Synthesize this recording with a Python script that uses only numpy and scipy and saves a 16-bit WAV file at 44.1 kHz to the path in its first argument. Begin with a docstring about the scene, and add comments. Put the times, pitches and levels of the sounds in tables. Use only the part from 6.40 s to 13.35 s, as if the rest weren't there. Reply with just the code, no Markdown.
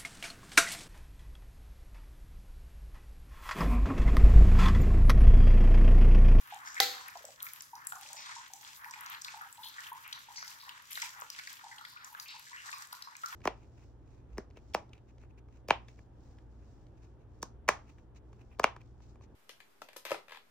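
"""In a small hard-walled kitchen, a ring pull cracks open a full tin close to a two-port phone.
The seal gives way in a few sharp impulses, torn metal clatters and the lid rings in its plate modes.
Off to one side water drips and trickles throughout: ticks, plops and short gushes over a grainy hiss.
Reflections from the walls smear the crack and the drips, and a faint low hum lies under it all."""
import sys
import numpy as np
from scipy import signal
from scipy.fft import rfft, irfft, next_fast_len
from scipy.io import wavfile
from scipy.ndimage import uniform_filter1d, map_coordinates

SR = 44100
rng = np.random.default_rng(int(sys.argv[2]) if len(sys.argv) > 2 else 0)


def inscribe(sig):
    """Save sig as 16-bit PCM at rate SR to the path in sys.argv[1].

    A 1-D sig is mono; a 2-D sig holds one channel per row.
    Samples are clipped to [-1, 1] before scaling.
    """
    pcm = np.round(np.clip(np.atleast_2d(sig).T, -1, 1) * 32767)
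    wavfile.write(sys.argv[1], SR, pcm.astype(np.int16))


N = 306495

# Spectrum of the room tone. Each row: frequency in Hz, relative spectral level in dB.
HUM_SPECTRUM = [(24, -20), (42, 1.5), (65, 2.5), (128, 7), (214, -7.5), (260, -2), (390, -12.5),
                (537, -8.5), (635, -7.5), (700, -43), (910, -40), (1540, -120)]
# Reverberation of the kitchen. Each row: band frequency in Hz, t60 in seconds, gain in dB.
WALL_BANDS = [(432, 0.44, -15.5), (862, 0.56, -24), (2150, 0.44, -18.5), (5450, 0.47, -17),
              (11300, 0.45, -18.5), (14200, 0.48, -19.5)]
# Course of the trickle. Each row: time in seconds, base levels of lows, middle and treble in dB.
FLOW_LEVELS = [(0.0, -58, -58.5, -64.5), (0.25, -56, -59.5, -69), (0.44, -51, -53, -69),
               (0.6, -51, -56, -75), (0.81, -55.5, -57, -69), (0.96, -68, -64, -73), (1.0, -57, -61.5, -72),
               (1.16, -57, -55.5, -84), (1.31, -59.5, -68, -75), (1.43, -57.5, -62, -75),
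               (1.72, -60, -60, -69), (1.9, -53.5, -55, -71.5), (2.22, -64, -59, -70.5),
               (2.42, -55, -59.5, -67.5), (2.59, -54, -53.5, -68), (2.77, -54, -57.5, -75),
               (3.06, -61, -59.5, -68.5), (3.41, -63.5, -58, -68), (3.7, -54, -60.5, -76),
               (3.93, -61, -58, -66.5), (4.24, -59, -59.5, -68), (4.39, -60, -63.5, -75),
               (4.65, -59.5, -47, -60), (4.74, -58.5, -62.5, -68), (4.9, -60.5, -59.5, -73),
               (5.03, -62, -54, -65.5), (5.21, -62.5, -58, -70.5), (5.59, -58.5, -64.5, -71.5),
               (6.19, -61, -59, -72), (6.39, -55.5, -55, -64.5), (6.64, -57, -64, -81),
               (6.83, -58, -55.5, -66.5), (6.95, -54, -60, -66)]
# Gurgle, trickle, spatter and fizz. Each row: low and high edge in Hz, grain share from 0 to 1,
# offset from the base level in dB, diffuse part relative to the direct part in dB.
FLOW_REGISTERS = [(900, 1900, 0.25, 0.5, -4), (1600, 3600, 0.36, -8.5, 2), (3000, 8200, 0.32, -5.5, 3),
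                  (9000, 15800, 0.35, 2, 0)]
# Dry impacts of single drops. Each row: start in seconds, centre in Hz, level in dB.
DROP_TICKS = [(0.145, 8200, -34), (0.274, 1660, -31.5), (0.345, 7160, -32), (0.379, 1680, -30),
              (0.682, 11900, -36), (0.685, 1980, -34.5), (0.755, 814, -37.5), (0.773, 5630, -37.5),
              (0.807, 550, -55), (0.843, 640, -43), (0.852, 6900, -31.5), (0.887, 655, -45.5),
              (1.004, 3350, -35), (1.025, 12800, -26.5), (1.0284, 13100, -23.5), (1.207, 5840, -34),
              (1.067, 1920, -31.5), (1.135, 12100, -28), (1.222, 10500, -32), (1.354, 5520, -37),
              (1.45, 10400, -42), (1.47, 9300, -22), (1.556, 7140, -35), (1.612, 11200, -38),
              (1.522, 1445, -28), (1.662, 2800, -40.5), (1.731, 7760, -27), (1.745, 770, -48.5),
              (1.917, 1960, -37), (2.136, 7200, -27.5), (2.249, 3720, -38), (2.332, 6340, -42),
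              (2.51, 6430, -32.5), (2.662, 5400, -33.5), (2.959, 5900, -52), (2.538, 1930, -31.5),
              (2.609, 12200, -34), (2.7, 13600, -32), (2.747, 3400, -35.5), (2.815, 6100, -37),
              (2.819, 6500, -29.5), (2.847, 4260, -25.5), (2.883, 2020, -31.5), (3.018, 12000, -44),
              (3.1272, 9150, -34.5), (3.174, 3500, -45), (3.297, 5550, -44), (3.445, 3130, -38.5),
              (3.468, 2800, -37), (3.531, 12400, -37), (3.678, 13900, -36), (3.7275, 3700, -26),
              (3.7296, 4900, -32), (3.748, 3750, -52), (3.792, 11500, -43), (4.012, 14100, -49),
              (4.027, 1470, -33.5), (4.079, 5550, -30.5), (4.293, 3460, -31.5), (4.692, 6000, -38),
              (4.812, 6760, -33), (4.4234, 11300, -48), (4.293, 14800, -40), (4.531, 6850, -29.5),
              (4.555, 3750, -29.5), (4.575, 1660, -26.5), (4.619, 6530, -24.5), (4.622, 1880, -25.5),
              (4.801, 13800, -37), (4.82, 1160, -30), (4.821, 520, -54.5), (5.572, 2280, -39.5),
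              (2.739, 1880, -36), (2.445, 1960, -34), (6.753, 1960, -37), (4.902, 5750, -26),
              (4.988, 1750, -32), (4.99, 4250, -33), (4.996, 1970, -33.5), (5.074, 1940, -31.5),
              (5.073, 4960, -32.5), (5.13, 14000, -34.5), (5.383, 3400, -38), (5.45, 1730, -34),
              (5.452, 4000, -37.5), (5.646, 6440, -32.5), (5.749, 1310, -32.5), (5.883, 6400, -42),
              (5.996, 11100, -37), (5.799, 5360, -26), (6.305, 11000, -41), (6.329, 2150, -29.5),
              (6.472, 9100, -40), (6.383, 7700, -35.5), (6.526, 4300, -35), (6.529, 12800, -31.5),
              (6.529, 1174, -33.5), (6.623, 4720, -30.5), (6.675, 1190, -42), (6.767, 6960, -33),
              (6.835, 1480, -31.5), (6.86, 5600, -28), (6.928, 1380, -31)]
# Drops into standing water. Each row: start in seconds, centre in Hz, level in dB, decay in ms.
DROP_PLOPS = [(0.122, 820, -37, 44), (0.609, 1000, -41, 23), (1.033, 1240, -38, 32),
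              (1.331, 908, -38.5, 42), (1.53, 816, -43.5, 100), (1.559, 1170, -41.5, 33),
              (1.65, 574, -61.5, 150), (1.7, 846, -50, 150), (2.1, 832, -51.5, 190),
              (1.963, 968, -40.5, 44), (2.46, 938, -40, 78), (2.56, 894, -45.5, 76), (2.856, 1360, -42, 52),
              (2.94, 835, -40, 87), (3.034, 1450, -52.5, 64), (3.179, 914, -44.5, 59),
              (3.256, 930, -46.5, 31), (3.517, 960, -35, 56), (4.07, 920, -54, 130),
              (3.885, 885, -43.5, 89), (4.232, 1060, -44.5, 17), (4.27, 963, -45, 64),
              (4.629, 947, -39, 42), (4.76, 850, -52.5, 33), (4.835, 893, -50, 45), (5.237, 859, -42, 107),
              (5.387, 870, -49, 36), (5.41, 1310, -40.5, 24), (5.527, 1040, -51, 35),
              (5.561, 1340, -40.5, 26), (5.698, 930, -46.5, 140), (5.94, 907, -47.5, 59),
              (6.114, 1064, -45.5, 56), (6.329, 1115, -35.5, 47), (6.53, 1063, -45, 75),
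              (6.671, 1067, -38.5, 25), (6.719, 953, -50, 16), (6.838, 1283, -28.5, 28),
              (6.923, 995, -49, 33)]
# Short hissing gushes. Each row: start in seconds, centre in Hz, level in dB, decay in ms.
WATER_GUSHES = [(0.258, 5800, -38, 79), (0.367, 1860, -28, 32), (1.042, 13300, -34, 23),
                (1.769, 2270, -43, 110), (1.768, 5300, -36, 54), (1.769, 3960, -40, 140),
                (1.86, 3870, -42, 35), (1.95, 6270, -40.5, 66), (3.011, 1450, -31.5, 39),
                (3.233, 3690, -35, 53), (3.383, 1620, -33, 19), (3.645, 2340, -43, 62),
                (5.314, 1750, -41, 22), (5.42, 4270, -47, 340), (3.961, 5220, -31.5, 75),
                (3.979, 1870, -40, 79), (4.2, 4430, -40.5, 56), (4.507, 11550, -35, 60),
                (4.622, 4960, -29, 5.1), (5.858, 2560, -41, 120), (5.883, 4210, -37, 74),
                (6.068, 1780, -45, 17), (6.13, 1730, -38, 63), (6.17, 2450, -38.5, 54),
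                (6.329, 4420, -39.5, 38)]
# The seal gives, the lid snaps back. Each row: start in seconds, level in dB, pitch in Hz, t60 in ms.
SEAL_CRACKS = [(.40206, -4, 3900, 2.5), (.4021, -15, 5200, 4), (.4019, -19, 7600, 2),
               (.4023, -12, 12600, 1.2), (.4025, -24, 2900, 6), (.4059, -13, 1900, 4),
               (.4045, -27, 780, 90)]
# Plate modes of the tin. Each row: frequency in Hz, level in dB, t60 in seconds.
LID_MODES = [(500.7, -44.5, 0.28), (758, -49, 0.49), (792.3, -40.5, 0.48), (1584, -53.5, 0.48),
             (2040, -43, 0.31), (2860, -56, 0.3), (3460, -57, 0.25), (3750, -51, 0.25), (4060, -54, 0.14),
             (3840, -47, 0.22), (4230, -55, 0.26), (4420, -35.5, 0.24), (4530, -48, 0.2),
             (5210, -45.5, 0.2)]

OPENING_S = SEAL_CRACKS[0][0]


def undb(db):
    """Amplitude ratio: tenfold for every 20 dB."""
    return 10 ** (np.asarray(db) / 20)


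def unit(x):
    """Normalisation to an rms of 1."""
    return x / np.sqrt(np.mean(x ** 2))


def band(x, lo_hz, hi_hz):
    """Band-pass filtering with steep skirts."""
    sos = signal.butter(3, [lo_hz, min(hi_hz, .45 * SR)], "band", fs=SR, output="sos")
    return signal.sosfilt(sos, x)


def fluctuation(per_s):
    """Random modulation: linear glides between random values, with an rms of 1."""
    step = int(SR / per_s)
    held = np.repeat(rng.standard_normal(N // step + 1), step)
    return unit(uniform_filter1d(held, step)[:N])


def add(track, start_s, sound):
    """Superposition: a sound sums into the track from its start."""
    i = int(start_s * SR)
    track[i:i + len(sound)] += sound[:N - i]


def ring(hz, t60):
    """Free vibration of a damped oscillator, falling 60 dB in t60 seconds."""
    t = np.arange(int(t60 * SR) + 8) / SR
    return np.exp(-np.log(1000) * t / t60) * np.sin(2 * np.pi * hz * t)


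def room_hum(level_db=-75):
    """Spectral shaping of steady noise gives a low hum, its deepest part stronger on the left."""
    log_f = np.log(np.fft.rfftfreq(N, 1 / SR) + 1)
    hz, db = np.transpose(HUM_SPECTRUM)
    shape = undb(np.interp(log_f, np.log(hz), db, right=-90))
    mid, side = rfft(rng.standard_normal((2, N))) * shape
    right_tilt = undb(np.interp(log_f, np.log([30, 300]), [-9, 3]))
    return undb(level_db) * unit(irfft([mid + .54 * side, (mid - .34 * side) * right_tilt], N))


def wall_echo(x, build_s=.011, slap_s=.028, slap_db=3.5):
    """Reverberation: dense reflections build up, then decay exponentially band by band."""
    t = np.arange(SR // 2) / SR
    mid, side = rng.standard_normal((2, len(t)))
    noise = np.array([mid + .75 * side, mid - .75 * side])
    hz = np.array(WALL_BANDS)[:, 0]
    edges = np.r_[60, np.sqrt(hz[1:] * hz[:-1]), 17000]
    tail = 0
    for (_, t60, db), lo, hi in zip(WALL_BANDS, edges, edges[1:]):
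        tail += undb(db - 60 * t / t60) * band(noise, lo, hi)
    build_up = 1 - np.exp(-(t / build_s) ** 2)
    far_wall = undb(slap_db * np.exp(-((t - slap_s) / .008) ** 2))
    return signal.fftconvolve(x[None], tail * build_up * far_wall, axes=1)[:, :N]


def from_left(pair, lag_s=.00035, corner_hz=980):
    """Path difference: sound from the left reaches the right port late and duller; bass arrives alike."""
    f = np.fft.rfftfreq(N, 1 / SR)
    above_corner = 1 / (1 + (corner_hz / (f + 1)) ** 8)
    shade = undb(-3 * above_corner * np.sqrt(f / 5000))
    delay = np.exp(-2j * np.pi * f * lag_s * above_corner)
    return np.array([pair[0], irfft(rfft(pair[1]) * shade * delay, N)])


def trickle(grains_per_s=30, grain_s=.002, surge_db=2.2, flicker_db=2.2):
    """Running water as amplitude-modulated noise in four registers, with a direct and a diffuse part."""
    times, lows, middle, treble = np.transpose(FLOW_LEVELS)
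    onsets = rng.random((5, N)) < grains_per_s / SR
    sizes = undb(np.minimum(3 * rng.exponential(size=(5, N)), 7))
    grains = signal.lfilter([1], [1, -np.exp(-1 / (grain_s * SR))], onsets * sizes)
    flickers = [fluctuation(per_s=20) for _ in range(5)]
    direct, diffuse = 0, 0
    for k, levels in enumerate([lows, middle, middle, treble]):
        lo, hi, share, offset_db, diffuse_db = FLOW_REGISTERS[k]
        db = np.interp(np.arange(N) / SR, times, levels) + offset_db
        # Each register surges alone, but shares flicker and grains with its neighbours.
        gain = undb(db + surge_db * fluctuation(per_s=9) + flicker_db * (flickers[k] + flickers[k + 1]))
        texture = share * unit(grains[k] + grains[k + 1]) + 1 - share
        hiss = band(texture * rng.standard_normal((3, N)), lo, hi)
        hiss = band(hiss, lo, SR)  # steepens the lower edge
        direct += gain * unit(hiss[0])
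        diffuse += gain * undb(diffuse_db) * unit(hiss[1:])
    return direct, diffuse


def splashes(rows, octaves, rise_per_s=0, lump_db=3, scatter_s=.00005):
    """Impact excitation: a band of lumpy noise starts at once and dies; short ones have a dry snap."""
    out, t = np.zeros((2, N)), np.arange(int(.3 * SR)) / SR
    impulse = t == 0
    edge_ratio = 2 ** (octaves / 2)
    for (start, hz, db, decay_ms), noise in zip(rows, rng.standard_normal((len(rows), len(t)))):
        blow = 2 * np.sqrt(SR / hz / octaves) * impulse
        lumps = undb(lump_db * unit(uniform_filter1d(noise[::-1], 300)) * np.minimum(t / .01, 1))
        fade = np.exp(-(1000 * t / decay_ms) ** 1.3)
        body = band((noise + blow) * lumps * fade, hz / edge_ratio, hz * edge_ratio)
        body = map_coordinates(body, [(t + rise_per_s * t ** 2 / 2) * SR])  # upward glide
        snap = band((noise + 8 * impulse) * np.exp(-t / .0003), hz / 1.8, hz * 2.8)
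        sound = undb(db) * (body / np.abs(body).max() + undb(6 - decay_ms) * snap / np.abs(snap).max())
        add(out[0], start, sound)
        # Drops land here and there, so each has its own lag between the ports.
        add(out[1], start + scatter_s * noise[-1], sound)
    return out


def drips():
    """Bandwidth and decay set timbre: ticks short and broad, plops narrow, gushes long and wide."""
    tick_hz = np.array(DROP_TICKS)[:, 1]
    tick_ms = 4.6 * (tick_hz / 4000) ** -.65  # higher ticks die sooner
    ticks = splashes(np.column_stack([DROP_TICKS, tick_ms]), octaves=.7)
    plops = splashes(DROP_PLOPS, octaves=.3, rise_per_s=.4, lump_db=3.5)
    return ticks + plops + splashes(WATER_GUSHES, octaves=.54)


def metal_clatter(decay_s=.007):
    """Broadband transient: torn metal clatters off the worktop; the jolt thumps mostly on the left."""
    out, t = np.zeros((2, N)), np.arange(SR // 10) / SR
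    for port, thump_db in zip(out, [-42, -48.5]):
        noise = rng.standard_normal(len(t))
        rasp = band(noise, 1270, 7150) + undb(-7.5) * band(noise, 10600, 22000)
        add(port, OPENING_S, undb(-14) * np.exp(-t / decay_s) * rasp)
        add(port, OPENING_S, undb(thump_db) * ring(hz=76, t60=.05))
    return out


def tin_lid(flutter_db=4.5, flutter_cycles=16, side_db=-6):
    """Modal vibration: the seal cracks and the tin's plate modes ring with a rough, rasping flutter."""
    mid, side = np.zeros((2, N))
    for start, db, hz, t60_ms in SEAL_CRACKS:
        add(mid, start, undb(db) * ring(hz, t60_ms / 1000))
    for k, (hz, db, t60) in enumerate(LID_MODES):
        mode = ring(hz, t60)
        mode *= undb(db + flutter_db * fluctuation(hz / flutter_cycles)[:len(mode)])
        add(mid, OPENING_S, mode)
        # A quarter-cycle lag gives the mode a different phase at each port.
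        add(side, OPENING_S + 1 / (4 * hz), (-1) ** k * undb(side_db) * mode)
    bass_cut = signal.butter(3, 400, "high", fs=SR, output="sos")  # a small tin radiates little bass
    return signal.sosfilt(bass_cut, [mid + side, mid - side])


def scene():
    """Direct and reflected sound superpose: tin in front, water to the left, in the same room."""
    lid, clatter, drops = tin_lid(), metal_clatter(), drips()
    direct_flow, diffuse_flow = trickle()
    echo = wall_echo(undb(-18) * (lid[0] + clatter[1]) + undb(-22) * drops[0])
    return room_hum() + echo + diffuse_flow + from_left(drops + direct_flow) + clatter + lid


def record(dry, dip_hz=8710, dip_width_hz=310, dip_db=-11, top_hz=15750):
    """Frequency response of the phone: its ports notch the upper treble and a low-pass cuts the top."""
    size = next_fast_len(N)
    f = np.fft.rfftfreq(size, 1 / SR)
    notch = undb(dip_db * np.exp(-((f - dip_hz) / dip_width_hz) ** 2))
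    notched = irfft(rfft(dry, size) * notch, size)[:, :N]
    return signal.sosfilt(signal.ellip(10, .2, 80, top_hz, fs=SR, output="sos"), notched)


dry = scene()
out = record(dry)
inscribe(out)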